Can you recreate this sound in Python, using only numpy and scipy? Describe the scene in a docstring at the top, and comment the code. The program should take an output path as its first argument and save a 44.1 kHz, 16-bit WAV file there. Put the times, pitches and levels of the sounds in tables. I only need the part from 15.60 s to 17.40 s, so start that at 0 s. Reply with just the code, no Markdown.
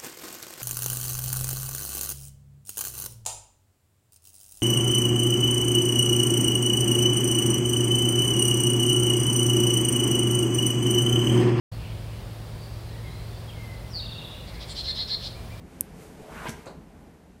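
"""Indoors by a glass door, hand-held microphone. Low room noise, handling rumble and a faint rustle lie
underneath from the start. At 0.2 s comes a sharp little click right at the microphone, then a light
swish of cloth. From 0.55 s a whoosh of air rises until a bird strikes the glass at 0.85 s: its soft
body thuds, the pane rings briefly and booms as it flexes, and feathers brush it. At 1.06 s a weaker
bump knocks in the frame and dies away in the room."""
import sys
import numpy as np
from scipy import signal
from scipy.fft import rfft, irfft, next_fast_len
from scipy.io import wavfile
from scipy.ndimage import map_coordinates

SR = 44100
rng = np.random.default_rng(int(sys.argv[2]) if len(sys.argv) > 2 else 0)


def log_audio(samples):
    """Write samples as a 16-bit WAV file to the path given in sys.argv[1]."""
    # one column per channel
    frames = np.atleast_2d(samples).T
    # limit to full scale, then quantise
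    limited = np.clip(frames, -1, 1)
    pcm = np.round(limited * 32767).astype(np.int16)
    wavfile.write(sys.argv[1], SR, pcm)


N = 79380  # 1.8 s
STRIKE_S, PRESS_S = .8545, .8803  # the bird meets the glass, then its body presses in


def amp(db):
    """Decibels to amplitude."""
    return 10 ** (np.asarray(db) / 20)


def clock():
    """Each sample's time in seconds."""
    return np.arange(N) / SR


def along(points, hz):
    """Read (Hz, value) points on a log frequency axis."""
    freqs, values = np.transpose(points)
    return np.interp(np.log(hz + 1), np.log(freqs + 1), values)


def curves(rows):
    """One value per sample for each column after the time."""
    times, *columns = np.transpose(rows)
    return [np.interp(clock(), times, column) for column in columns]


def filtered(x, response):
    """Pass x through a frequency response."""
    size = next_fast_len(N + SR // 2)
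    return irfft(rfft(x, size) * response(np.fft.rfftfreq(size, 1 / SR)), size)[..., :N]


def noise(colour):
    """Coloured noise of rms 1."""
    x = filtered(rng.standard_normal(N), lambda hz: amp(along(colour, hz)))
    return x / np.sqrt(np.mean(x ** 2) + 1e-20)


def swelling_noise(level, colour):
    """Coloured noise that follows a level curve."""
    return amp(curves(level)[0]) * noise(colour)


def blow(start, rise, t60, hold=0):
    """Envelope with a soft attack, a hold and an exponential decay, all in seconds."""
    age = np.maximum(clock() - start, 0)
    return (1 - np.exp(-(age / rise) ** 2)) * amp(-60 * np.maximum(age - hold, 0) / t60)


def ring(start, hz, rise, t60, hold=0):
    """One struck mode: a decaying sine."""
    return -np.sin(2 * np.pi * hz * (clock() - start)) * blow(start, rise, t60, hold)


def pulse(start, colour):
    """One impulse through a causal filter of the given colour."""
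    size = 8192
    gain = amp(along(colour, np.fft.rfftfreq(size, 1 / SR)))
    cepstrum = irfft(np.log(gain))
    cepstrum[1:size // 2] *= 2  # fold to minimum phase
    cepstrum[size // 2 + 1:] = 0
    impulse = irfft(np.exp(rfft(cepstrum)))
    return filtered(impulse, lambda hz: np.exp(-2j * np.pi * hz * start))


# Loudness of the room: time_s, level_db
ROOM_LEVEL = [(0, -54.5), (.6, -52), (1.2, -56.5), (1.45, -55), (1.62, -59), (1.8, -60)]
# Its spectrum: freq_hz, relative_db
ROOM_COLOUR = [(30, -13.5), (170, -0.5), (260, 0), (340, -1.5), (520, -2.5), (780, -2.5), (1100, -11),
               (2000, -14), (4000, -25), (10000, -28.5), (14500, -33)]

def room_noise():
    """Low, steady noise all around the microphone, drifting in level."""
    return swelling_noise(ROOM_LEVEL, ROOM_COLOUR)


# Surges of handling rumble: time_s, level_db
RUMBLE_LEVEL = [(0, -44.5), (.045, -41), (.09, -50.5), (.17, -45.5), (.24, -47), (.285, -52), (.32, -46),
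                (.47, -47.5), (.62, -48), (.665, -70), (.72, -43), (.95, -48), (1.04, -53), (1.19, -45),
                (1.29, -52), (1.43, -48.5), (1.63, -54), (1.8, -51.5)]
# Its spectrum: freq_hz, relative_db
RUMBLE_COLOUR = [(20, -43), (32, -23.5), (44, 4), (62, -4), (80, 1.5), (100, -14), (135, -3), (178, 1.5),
                 (215, -5), (265, -5.5), (340, -12.5), (500, -20.5), (6000, -78.5)]

def handling_rumble():
    """The microphone moves in the hand and picks up an uneven rumble."""
    return swelling_noise(RUMBLE_LEVEL, RUMBLE_COLOUR)


# Swells of rustle: time_s, level_db
RUSTLE_LEVEL = [(0, -66), (.13, -54.5), (.28, -56), (.33, -56.5), (.42, -50), (.52, -55.5), (.62, -55.5),
                (.72, -51.5), (1.0, -51), (1.2, -64)]
# Its spectrum, peaking at 430 Hz: freq_hz, relative_db
RUSTLE_COLOUR = [(150, -18.5), (330, 1), (385, -1.5), (430, 12.5), (490, -2.5), (1000, -10.5), (2400, -13),
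                 (4000, -17), (8500, -19.5), (14500, -26)]

def rustle():
    """Faint rustle of movement close to the microphone."""
    return swelling_noise(RUSTLE_LEVEL, RUSTLE_COLOUR)


# Spectrum of the click: freq_hz, relative_db
CLICK_COLOUR = [(20, -17), (90, -1), (250, -10), (600, -21.5), (1200, -28.5), (2500, -24.5), (4500, -32.5),
                (5300, -17), (6300, -12.5), (6900, -20), (7600, -8.5), (9000, -3.5), (11000, 0),
                (14500, -5), (17000, -27)]

def click(start_s=.20916, echo_delay_s=.0076):
    """A tiny hard snap right at the microphone: a low push, a short scatter, one near reflection."""
    snap = pulse(start_s, CLICK_COLOUR)
    reflection = amp(-30) * pulse(start_s + echo_delay_s, CLICK_COLOUR)
    scatter = amp(-43.5) * noise(CLICK_COLOUR) * blow(start_s, rise=.00037, t60=.049)
    return amp(10.5) * (snap + reflection) + scatter


# One swell of moving cloth: time_s, level_db
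SWISH_LEVEL = [(.3, -85), (.38, -64.5), (.43, -60), (.5, -64), (.6, -71), (.7, -100)]
# Its hissy spectrum: freq_hz, relative_db
SWISH_COLOUR = [(2000, -20), (4500, -7.5), (8000, 0), (11000, -3), (14500, -8)]

def cloth_swish():
    """Cloth slides lightly, close to the microphone."""
    return swelling_noise(SWISH_LEVEL, SWISH_COLOUR)


# Rush of air and its resonance: time_s, level_db, centre_hz, width_octaves
WHOOSH_PATH = [(.55, -58.5, 330, 0.24), (.62, -43.5, 365, 0.3), (.66, -54.5, 540, 0.65),
               (.70, -44.5, 680, 0.17), (.73, -48, 1030, 0.97), (.78, -43.5, 1360, 0.8),
               (.81, -44, 1180, .8), (.85, -40.5, 1040, .8), (.88, -41, 2350, 0.96), (.91, -87, 2300, 0.64),
               (1.0, -60.5, 1950, 0.69), (1.2, -110, 2000, .8)]
# Spectrum of the broad hiss around it: freq_hz, relative_db
AIR_COLOUR = [(200, -10), (700, 0.5), (2500, -2), (4500, -10), (10000, -12), (14500, -17)]

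def whoosh():
    """Rushing air at the door; its broad resonance climbs as it swells towards the strike."""
    level_db, centre_hz, width_oct = curves(WHOOSH_PATH)
    hz, frame_s, spectrum = signal.stft(rng.standard_normal(N), SR, nperseg=512)
    octaves = np.log2((hz[:, None] + 1) / np.interp(frame_s, clock(), centre_hz))
    resonance = np.exp(-(octaves / np.interp(frame_s, clock(), width_oct)) ** 2)
    low_shelf = amp(-2) / (1 + np.exp(4 * (octaves - 1)))
    shape = resonance + low_shelf
    shape /= np.sqrt(np.mean(shape ** 2, axis=0))  # equal power at every moment
    body = signal.istft(spectrum * shape, SR, nperseg=512)[1][:N]
    hiss = amp(-5) * width_oct / width_oct.max() * noise(AIR_COLOUR)
    swell = amp(level_db) * (clock() > WHOOSH_PATH[0][0])
    return swell * (body + hiss)


# Spectrum of the body's impact: freq_hz, relative_db
THUD_COLOUR = [(60, -12), (250, 4), (370, -11), (540, -1.5), (720, 6), (950, -6), (1250, -1), (1700, -16),
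               (3000, -16), (6000, -30), (14000, -33)]

def body_thud():
    """The soft body hits the glass: one dull pulse in a short burst of noise."""
    impact = amp(-2) * pulse(STRIKE_S + .00194, THUD_COLOUR)
    burst = amp(-35) * noise(THUD_COLOUR) * blow(STRIKE_S, rise=.0015, t60=.076)
    return impact + burst


# Ringing modes of the pane: pitch_hz, relative_db, t60_s
PANE_MODES = [(349.7, -1.5, 0.15), (449, -12, 0.2), (655, -17, .2), (846, -3.5, 0.17), (940.5, -1, 0.16),
              (1001, -3.5, 0.17), (1404, -16, .24), (1554, -12, 0.15), (1622, -9, 0.15), (2162, -7, 0.13),
              (2284, -7.5, 0.14), (2590, -17, .14), (2745, -33, .13), (3125, -9, 0.14)]

def pane_ring(level_db=-33, lag_s_per_octave=.016, mute_db=-10, mute_s=.022):
    """The struck pane rings until the pressing body mutes it."""
    modes = np.zeros(N)
    for hz, db, t60 in PANE_MODES:
        # the contact hardens, so modes above 1100 Hz start later
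        onset_s = STRIKE_S + lag_s_per_octave * max(np.log2(hz / 1100), 0)
        modes += amp(level_db + db + rng.normal(0, 1)) * ring(onset_s, hz, rise=.0018, t60=t60)
    pressure = np.clip((clock() - PRESS_S) / mute_s, 0, 1)
    return modes * amp(mute_db * pressure)


# Flexing modes of the whole pane: pitch_hz, level_db, t60_s
BOOM_MODES = [(140, -31, 0.072), (78, -48.5, 0.053), (227, -35.5, 0.081), (291, -40, 0.028)]

def pane_boom(press_length_s=.016):
    """The whole pane flexes with a low boom, held while the body presses on it."""
    return sum(amp(db) * ring(PRESS_S, hz, rise=.0021, t60=t60, hold=press_length_s)
               for hz, db, t60 in BOOM_MODES)


# Spectrum of feathers on glass: freq_hz, relative_db
FEATHER_COLOUR = [(500, -0.5), (1600, -2), (4500, -2.5), (5700, 1), (6150, 5), (6700, -1), (9000, -3),
                  (13500, -9), (15000, -21)]

def feather_brush(start_s=.8815, grain_hz=700.6, grain_db=3.5):
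    """Feathers brush the pane with a short, grainy hiss."""
    flicker = map_coordinates(rng.standard_normal(N), [clock() * grain_hz])  # smooth random curve
    hiss = noise(FEATHER_COLOUR) * amp(grain_db * flicker)
    return amp(-32) * hiss * blow(start_s, rise=.0054, t60=.11)


# Spectrum of the light first touch: freq_hz, relative_db
TOUCH_COLOUR = [(100, 15), (230, 11), (500, 12.5), (2500, 3.5), (5500, -10), (7000, 6), (8800, -5),
                (10500, -8), (14500, -18)]
# Spectrum of the knock in the frame: freq_hz, relative_db
KNOCK_COLOUR = [(80, -16), (190, 0.5), (300, -1), (520, 0.5), (740, -2), (950, -4.5), (1400, -12.5),
                (2000, -21.5), (3200, -29), (8500, -31.5), (14000, -52)]
# Modes of the door frame: pitch_hz, relative_db, t60_s
FRAME_MODES = [(177, -45, .1), (513, -45, 0.26), (558.6, -45.5, 0.31), (910, -50, 0.27), (1008, -52, 0.2)]
# Spectrum of the rattle: freq_hz, relative_db
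RATTLE_COLOUR = [(500, -10), (1800, -5), (3200, -28), (3900, 6), (4600, 5.5), (5600, -22), (8500, -14),
                 (14000, -37)]

def frame_bump(touch_s=1.057, knock_s=1.064):
    """A light touch, then a dull knock that rings the door frame, with a brief bright rattle."""
    touch = amp(-43.5) * noise(TOUCH_COLOUR) * blow(touch_s, rise=.0011, t60=.075)
    knock = amp(-38.5) * noise(KNOCK_COLOUR) * blow(knock_s, rise=.0017, t60=.22, hold=.013)
    modes = sum(amp(db - 1) * ring(knock_s, hz, rise=.003, t60=t60) for hz, db, t60 in FRAME_MODES)
    rattle = amp(-47.5) * noise(RATTLE_COLOUR) * blow(knock_s, rise=.006, t60=.16)
    return touch + knock + modes + rattle


# Decay of the room: freq_hz, t60_s
ROOM_DECAY = [(150, 0.29), (1000, 0.61), (4000, .36), (12000, 0.22)]

def reverb(x):
    """The room's tail reaches the microphone 5 ms late; each frequency dies at its own speed."""
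    hz, frame_s, spectrum = signal.stft(rng.standard_normal(SR // 2), SR, nperseg=256)
    decay = amp(-60 * frame_s / along(ROOM_DECAY, hz)[:, None])
    tail = signal.istft(spectrum * decay, SR, nperseg=256)[1]
    tail /= np.linalg.norm(tail)
    return signal.fftconvolve(x, np.pad(tail, (SR // 200, 0)))[:N]


def scene():
    """One microphone indoors: the door is heard with the room around it, the close click almost dry."""
    door = whoosh() + body_thud() + pane_ring() + pane_boom() + feather_brush() + frame_bump()
    close = click()
    room_tail = amp(-8.5) * reverb(door) + amp(-29) * reverb(close)
    background = room_noise() + handling_rumble() + rustle() + cloth_swish()
    return (door + close + room_tail + background)[None]


def record(dry):
    """The hand-held camera's sound cuts off steeply at its band limit."""
    top_hz, edge_hz = 14650, 300
    return filtered(dry, lambda hz: np.clip((top_hz - hz) / edge_hz + .5, 0, 1))


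dry = scene()
out = record(dry)
log_audio(out)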